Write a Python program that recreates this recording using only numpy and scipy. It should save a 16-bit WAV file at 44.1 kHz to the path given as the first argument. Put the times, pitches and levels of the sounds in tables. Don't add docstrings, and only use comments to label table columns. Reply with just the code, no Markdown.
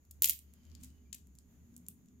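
import sys
import numpy as np
from scipy import signal
from scipy.fft import rfft, irfft
from scipy.io import wavfile

SR = 44100
rng = np.random.default_rng(int(sys.argv[2]) if len(sys.argv) > 2 else 0)


def to_wav(sig):
    pcm = np.clip(np.atleast_2d(sig), -1, 1) * 32767
    pcm = np.round(pcm).astype(np.int16)
    wavfile.write(sys.argv[1], SR, pcm.T)


N = 97020
SIDES = np.array([[1], [-1]])


def undb(db):
    return 10 ** (np.asarray(db) / 20)


def curve(table):
    s, db = np.array(table).T
    return undb(np.interp(np.arange(N) / SR, s, db))


def unit(x):
    return x / np.sqrt(np.mean(x ** 2))


def shaped(gain):
    f = np.arange(N // 2 + 1) * SR / N + 1
    return irfft(rfft(rng.standard_normal(N)) * gain(f), N)


def band(hz, width_hz):
    return unit(shaped(lambda f: 1 / (1 + ((f - hz) / (width_hz / 2)) ** 2)))


def fade(seconds, t60):
    t = np.arange(int(seconds * SR)) / SR
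    return rng.standard_normal((2, len(t))) * 1000 ** (-t / t60)


def causal(db):
    cepstrum = irfft(db * np.log(10) / 20)
    half = cepstrum.shape[-1] // 2
    cepstrum[..., 1:half] *= 2
    cepstrum[..., half + 1:] = 0
    return np.exp(rfft(cepstrum))


def microphone_hiss():
    # (frequency [Hz], relative density [dB per Hz])
    hiss_colour = [(20, -24.5), (45, -18), (100, -17), (300, -26.5), (500, -37), (800, -43), (2000, -47),
                   (5300, -54.5), (6000, -47), (6600, -43), (7200, -45), (8200, -58.5), (11500, -47.5),
                   (15300, -48.5), (15900, -61)]
    level_db, wide_hz, drift_db = -69.5, 940, 1.74
    hz, db = np.array(hiss_colour).T

    def colour(f):
        return undb(np.interp(np.log(f), np.log(hz), db))

    mid = shaped(colour)
    side = shaped(lambda f: colour(f) * np.clip(f / wide_hz, .3, 1))
    drift = unit(shaped(lambda f: 1 / (1 + (f / 3.6) ** 2)))
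    return undb(level_db) * (mid + SIDES * side) * undb(drift_db * drift) / np.std(mid)


def appliance_whine():
    # (frequency [Hz], rms level before a 3 dB lift [dB])
    partials = [(6245, -102), (6363, -93), (6481, -100), (6600, -96), (6724, -100), (6842, -90),
                (6961, -98)]
    t = np.arange(N) / SR
    whine = 0
    for hz, db in partials:
        sine = np.sin(2 * np.pi * (hz * t + rng.random((2, 1))))
        whine = whine + 2 * undb(db) * sine
    return whine


def room_rumble():
    # (time [s], level [dB])
    rumble_levels = [(0.0, -73), (0.02, -83), (0.31, -64), (0.37, -74), (0.81, -61), (0.95, -65.5),
                     (1.35, -66), (1.38, -72), (1.54, -64.5), (1.59, -70.5), (1.67, -62.5), (2.2, -63.5)]
    # (frequency [Hz], width [Hz], relative level [dB])
    rumble_modes = [(122, 33, -4.5), (172.8, 14, -0.5), (203.6, 36, 1), (246.9, 21.8, 1), (291.5, 25, -8.5),
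                    (360.4, 27.94, -15.5), (415.4, 4.3, -14.5)]
    side_db = -10.5
    mid, side = (sum(undb(db) * band(hz, w) for hz, w, db in rumble_modes) for _ in range(2))
    return curve(rumble_levels) * (unit(mid) + SIDES * undb(side_db) * unit(side))


def room_hum():
    # (time [s], level [dB])
    hum_course = [(0.0, -70), (0.07, -70), (0.1, -59), (0.32, -58), (0.42, -66.5), (0.45, -58.5),
                  (0.61, -66.5), (0.72, -52.5), (0.8, -58.5), (0.89, -54), (0.97, -63.5), (1.07, -58.5),
                  (1.2, -68), (1.23, -58.5), (1.48, -66.5), (1.52, -77), (1.62, -59.5), (1.73, -70),
                  (1.75, -65), (1.94, -65.5), (2.05, -83.5), (2.2, -61)]
    hum_hz, wander_hz, side_db = 72.8, 4.1, -13.5
    wander = wander_hz * unit(shaped(lambda f: 1 / (1 + (f / 7.6) ** 2)))
    sine = np.sqrt(2) * np.sin(2 * np.pi * np.cumsum(hum_hz + wander) / SR)
    return curve(hum_course) * (sine + SIDES * undb(side_db) * band(hum_hz, 20))


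def space(dry):
    # (frequency [Hz], level [dB], time to fall 60 dB [s])
    table_modes = [(480, -24, 0.05), (846, -41.5, 0.034), (1055, -34, 0.013)]
    room_db, start_s, top_hz = -39.5, .006, 15700
    split_hz, low_db, t60_s = 5240, 6, .23

    def part(kind):
        split = signal.butter(2, split_hz, kind, fs=SR, output="sos")
        return signal.sosfilt(split, fade(.5, t60_s))

    low, high = part("low"), part("high")
    t = np.arange(low.shape[1]) / SR
    onset = np.minimum(t / start_s, 1) ** 2
    tail = undb(room_db) * (undb(low_db) * low + high) * onset
    tail = signal.sosfilt(signal.ellip(8, .2, 40, top_hz, fs=SR, output="sos"), tail)
    for hz, db, t60 in table_modes:
        tail += undb(db) * np.sin(2 * np.pi * hz * t) * 1000 ** (-t / t60)
    return dry + signal.fftconvolve(dry, tail, axes=1)[:, :N]


def squeaks():
    # (start [s], length [s], frequency [Hz], level at the height of the swell [dB])
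    squeak_rows = [(0.547, 0.17, 3110, -84.5), (0.873, 0.16, 2960, -86.5), (1.028, 0.1, 2350, -87.5)]
    width_hz = 110
    t = np.arange(N) / SR
    total = 0
    for start, length, hz, db in squeak_rows:
        swell = np.sin(np.pi * np.clip((t - start) / length, 0, 1)) ** .5
        total = total + undb(db) * band(hz, width_hz) * swell
    return total


def rub():
    # (time [s], level before a 3 dB lift [dB])
    rub_levels = [(0.4, -106), (0.436, -89), (0.792, -79), (0.924, -87), (1.15, -94)]
    # (frequency [Hz], width [Hz], relative level [dB])
    rub_modes = [(3080, 370, -1), (4850, 900, 1.5), (2430, 3500, 4.5)]
    t = np.arange(N) / SR
    on = (t > rub_levels[0][0]) & (t < rub_levels[-1][0])
    noise = [unit(sum(undb(db) * band(hz, w) for hz, w, db in rub_modes)) for _ in range(2)]
    return on * curve(rub_levels) * np.sqrt(2) * np.array(noise)


def brush():
    # (time [s], level [dB])
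    brush_levels = [(.8, -72), (.825, -72.5), (.84, -59), (.86, -67.5), (.9, -75), (.93, -85)]
    ticks_per_s, centre_hz, width_hz = 27000, 8300, 10100
    ticks = (rng.random((2, N)) < ticks_per_s / SR) * rng.laplace(size=(2, N))
    edges = centre_hz - width_hz / 2, centre_hz + width_hz / 2
    ticks = signal.sosfilt(signal.butter(1, edges, "band", fs=SR, output="sos"), ticks)
    t = np.arange(N) / SR
    on = (t > brush_levels[0][0]) & (t < brush_levels[-1][0])
    return on * curve(brush_levels) * unit(ticks)


def beads():
    # (time [s], relative level in each of the five bands [dB] x 5,
    # left minus right [dB], length of the contact [ms])
    knocks = [(0.0517, -59, -49, -45, -47, -44, 1, 0.63), (0.1111, -46, -34, -28, -25, -26, -2, 0.44),
              (0.1131, -45, -35, -31, -29, -29, -2, 0.46), (0.115, -52, -39, -33, -31, -33, -2, 0.62),
              (0.2223, -11, -7, -1, -3, 8, -2, 0.29), (0.2233, -22, -16, -4, -8, 2, 0, 0.47),
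              (0.2248, -23, -22, -12, -13, -7, 4, 0.69), (0.2266, -23, -20, -13, -15, -5, -3, 0.58),
              (0.2328, -15, -17, -11, -12, 0, 3, 0.41), (0.2353, -18, -12, -11, -14, -1, 2, 0.62),
              (0.2364, -17, -16, -12, -9, -3, -1, 0.59), (0.2441, -1, 0, 2, 0, 7, -1, 0.33),
              (0.2465, -7, -10, -5, -2, -1, -2, 0.47), (0.2479, -16, -13, -10, -7, -3, 1, 0.58),
              (0.2489, -14, -14, -11, -12, -5, 0, 0.55), (0.2523, -22, -19, -21, -16, -6, 4, 0.45),
              (0.2565, -15, -16, -14, -7, 0, -2, 0.35), (0.259, -13, -10, -10, -3, 0, -1, 0.64),
              (0.2608, -20, -15, -15, -11, -9, -1, 0.59), (0.2686, -24, -20, -24, -18, -16, -1, 0.75),
              (0.2746, -18, -17, -9, -15, -11, 5, 0.57), (0.2793, -24, -23, -11, -21, -18, 6, 0.69),
              (0.2873, -20, -20, -13, -10, -3, 0, 0.28), (0.2921, -22, -20, -19, -18, -13, -1, 0.39),
              (0.2964, -9, -7, -3, -2, 5, -3, 0.5), (0.2993, -18, -12, -12, -6, 0, -2, 0.58),
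              (0.3032, -17, -15, -11, -10, -11, 2, 0.6), (0.3083, -17, -18, -10, -11, -9, 0, 0.46),
              (0.3095, -23, -19, -14, -12, -9, 4, 0.68), (0.3135, -30, -29, -19, -22, -17, -4, 0.72),
              (0.3235, -30, -30, -20, -26, -22, 1, 0.54), (0.3334, -27, -26, -30, -20, -16, -1, 0.53),
              (0.3909, -39, -34, -29, -23, -30, -7, 0.55), (0.5381, -43, -44, -37, -32, -38, -4, 0.61),
              (0.6344, -47, -47, -46, -51, -58, -1, 0.68), (0.6529, -48, -46, -40, -48, -54, 6, 0.8),
              (0.6674, -52, -46, -49, -60, -59, 1, 0.58), (0.7001, -53, -41, -42, -58, -57, 6, 0.7),
              (0.7167, -45, -36, -39, -48, -55, 7, 0.68), (0.7517, -43, -28, -28, -33, -41, 8, 0.52),
              (0.8122, -47, -47, -35, -45, -50, 6, 0.8), (0.8315, -41, -43, -35, -39, -40, 2, 0.65),
              (0.8356, -35, -33, -22, -26, -30, 2, 0.69), (0.8374, -39, -34, -27, -29, -33, 0, 0.66),
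              (0.8459, -45, -42, -28, -28, -29, -3, 0.7), (0.8568, -52, -45, -34, -41, -45, -2, 0.77),
              (0.9037, -52, -51, -43, -51, -51, 4, 0.7), (0.9816, -46, -53, -62, -67, -62, -3, 0.8),
              (1.1272, -44, -44, -47, -49, -45, 2, 0.56), (1.1295, -21, -20, -14, -18, -24, 6, 0.56),
              (1.131, -31, -27, -19, -30, -35, 10, 0.74), (1.146, -27, -29, -19, -22, -20, 2, 0.49),
              (1.1498, -34, -32, -27, -24, -25, 1, 0.45), (1.1839, -44, -44, -38, -42, -45, 0, 0.7),
              (1.2718, -55, -53, -39, -40, -43, 1, 0.71), (1.3532, -57, -45, -40, -41, -41, -5, 0.29),
              (1.3603, -61, -56, -44, -47, -53, 0, 0.73), (1.3874, -51, -33, -30, -29, -36, -2, 0.46),
              (1.742, -49, -47, -45, -49, -51, 4, 0.34), (1.7656, -46, -34, -25, -24, -27, -3, 0.37),
              (1.7792, -57, -52, -46, -39, -39, -13, 0.46), (1.8657, -45, -42, -30, -39, -46, 3, 0.75),
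              (1.8854, -37, -33, -22, -12, -16, 0, 0.38), (1.8874, -48, -42, -29, -25, -30, -2, 0.56),
              (1.9045, -55, -51, -46, -43, -40, 2, 0.53), (1.914, -46, -45, -50, -44, -43, 2, 0.74),
              (2.0596, -56, -56, -46, -46, -52, 0, 0.6), (2.0861, -51, -48, -37, -50, -54, 1, 0.77)]
    # (centre [Hz], gain [dB], left minus right [dB])
    crack_bands = [(2632, 1.5, 1), (4580, -0.5, 2), (6950, -0.5, 3), (9260, -1.5, -1.5), (13600, 3.5, 1.5)]
    # (frequency [Hz], level relative to the lowest band [dB])
    crack_lows = [(100, -45.5), (500, -31), (1500, -19.5), (2000, -7.5)]
    # (frequency [Hz], level relative to the highest band [dB])
    crack_top = (16600, -10)
    knock_db = -1
    ring_hz, ring_width_hz, ring_db = 7200, 600, 6
    echo_s, echo_spread_s, echo_db = .0011, .0002, -14
    scatter_db, scatter_start_s, scatter_t60_s = -18.5, .0013, .013
    ripple_db, scatter_rad, turn_rad, lag_s = 1.5, .4, .85, .000015
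    sharpest_ms, smear_rad_per_ms = .27, 5.5

    size, lead = 1024, 128
    out = np.zeros((2, N + 2 * size))
    f = np.arange(size // 2 + 1) * SR / size + 1
    knots = np.linspace(0, SR / 2, 16)
    chance = rng.standard_normal((len(knocks), 2, 3, 16))
    hz, gain_db, side_db = np.array(crack_bands).T
    edges = np.log([p[0] for p in crack_lows] + list(hz) + [crack_top[0]])
    ring = ring_db / (1 + ((f - ring_hz) / (ring_width_hz / 2)) ** 2)
    common_db = knock_db + np.interp(f, hz, gain_db) + ring
    common_db = common_db + SIDES * np.interp(f, hz, side_db) / 2
    swell = undb(scatter_db) * np.minimum(np.arange(size) / SR / scatter_start_s, 1) ** 2

    for (s, *levels, pan_db, contact_ms), c in zip(knocks, chance):
        lows = [levels[0] + p[1] for p in crack_lows]
        db = np.interp(np.log(f), edges, lows + levels + [levels[-1] + crack_top[1]])
        ripple, turn = (np.array([np.interp(f, knots, v) for v in c[:, k]]) for k in range(2))
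        db = db + common_db + SIDES * pan_db / 2 + ripple_db * ripple

        phase = (scatter_rad * turn + turn_rad * c[:, 2, 1:2]) * np.minimum(f / hz[3], 1)
        phase += smear_rad_per_ms * (contact_ms - sharpest_ms) * np.interp(f, knots, c[0, 2])
        phase -= 2 * np.pi * f * (lead / SR + lag_s * c[:, 2, 2:3])
        crack = irfft(causal(db) * np.exp(1j * phase))
        scatter = swell * fade(size / SR, scatter_t60_s)
        crack = crack + signal.fftconvolve(crack, scatter, axes=1)[:, :size]

        for mic in range(2):
            delay_s = echo_s + echo_spread_s * c[mic, 2, 0]
            for late_s, late_db in ((0, 0), (delay_s, echo_db)):
                i = int((s + late_s) * SR) - lead - 10
                out[mic, i:i + size] += undb(late_db) * crack[mic]
    return out[:, :N]


def scene():
    background = microphone_hiss() + appliance_whine() + room_rumble() + room_hum()
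    return background + squeaks() + rub() + space(beads() + brush())


def record(dry):
    return signal.sosfilt(signal.ellip(10, .2, 80, 16600, fs=SR, output="sos"), dry)


dry = scene()
out = record(dry)
to_wav(out)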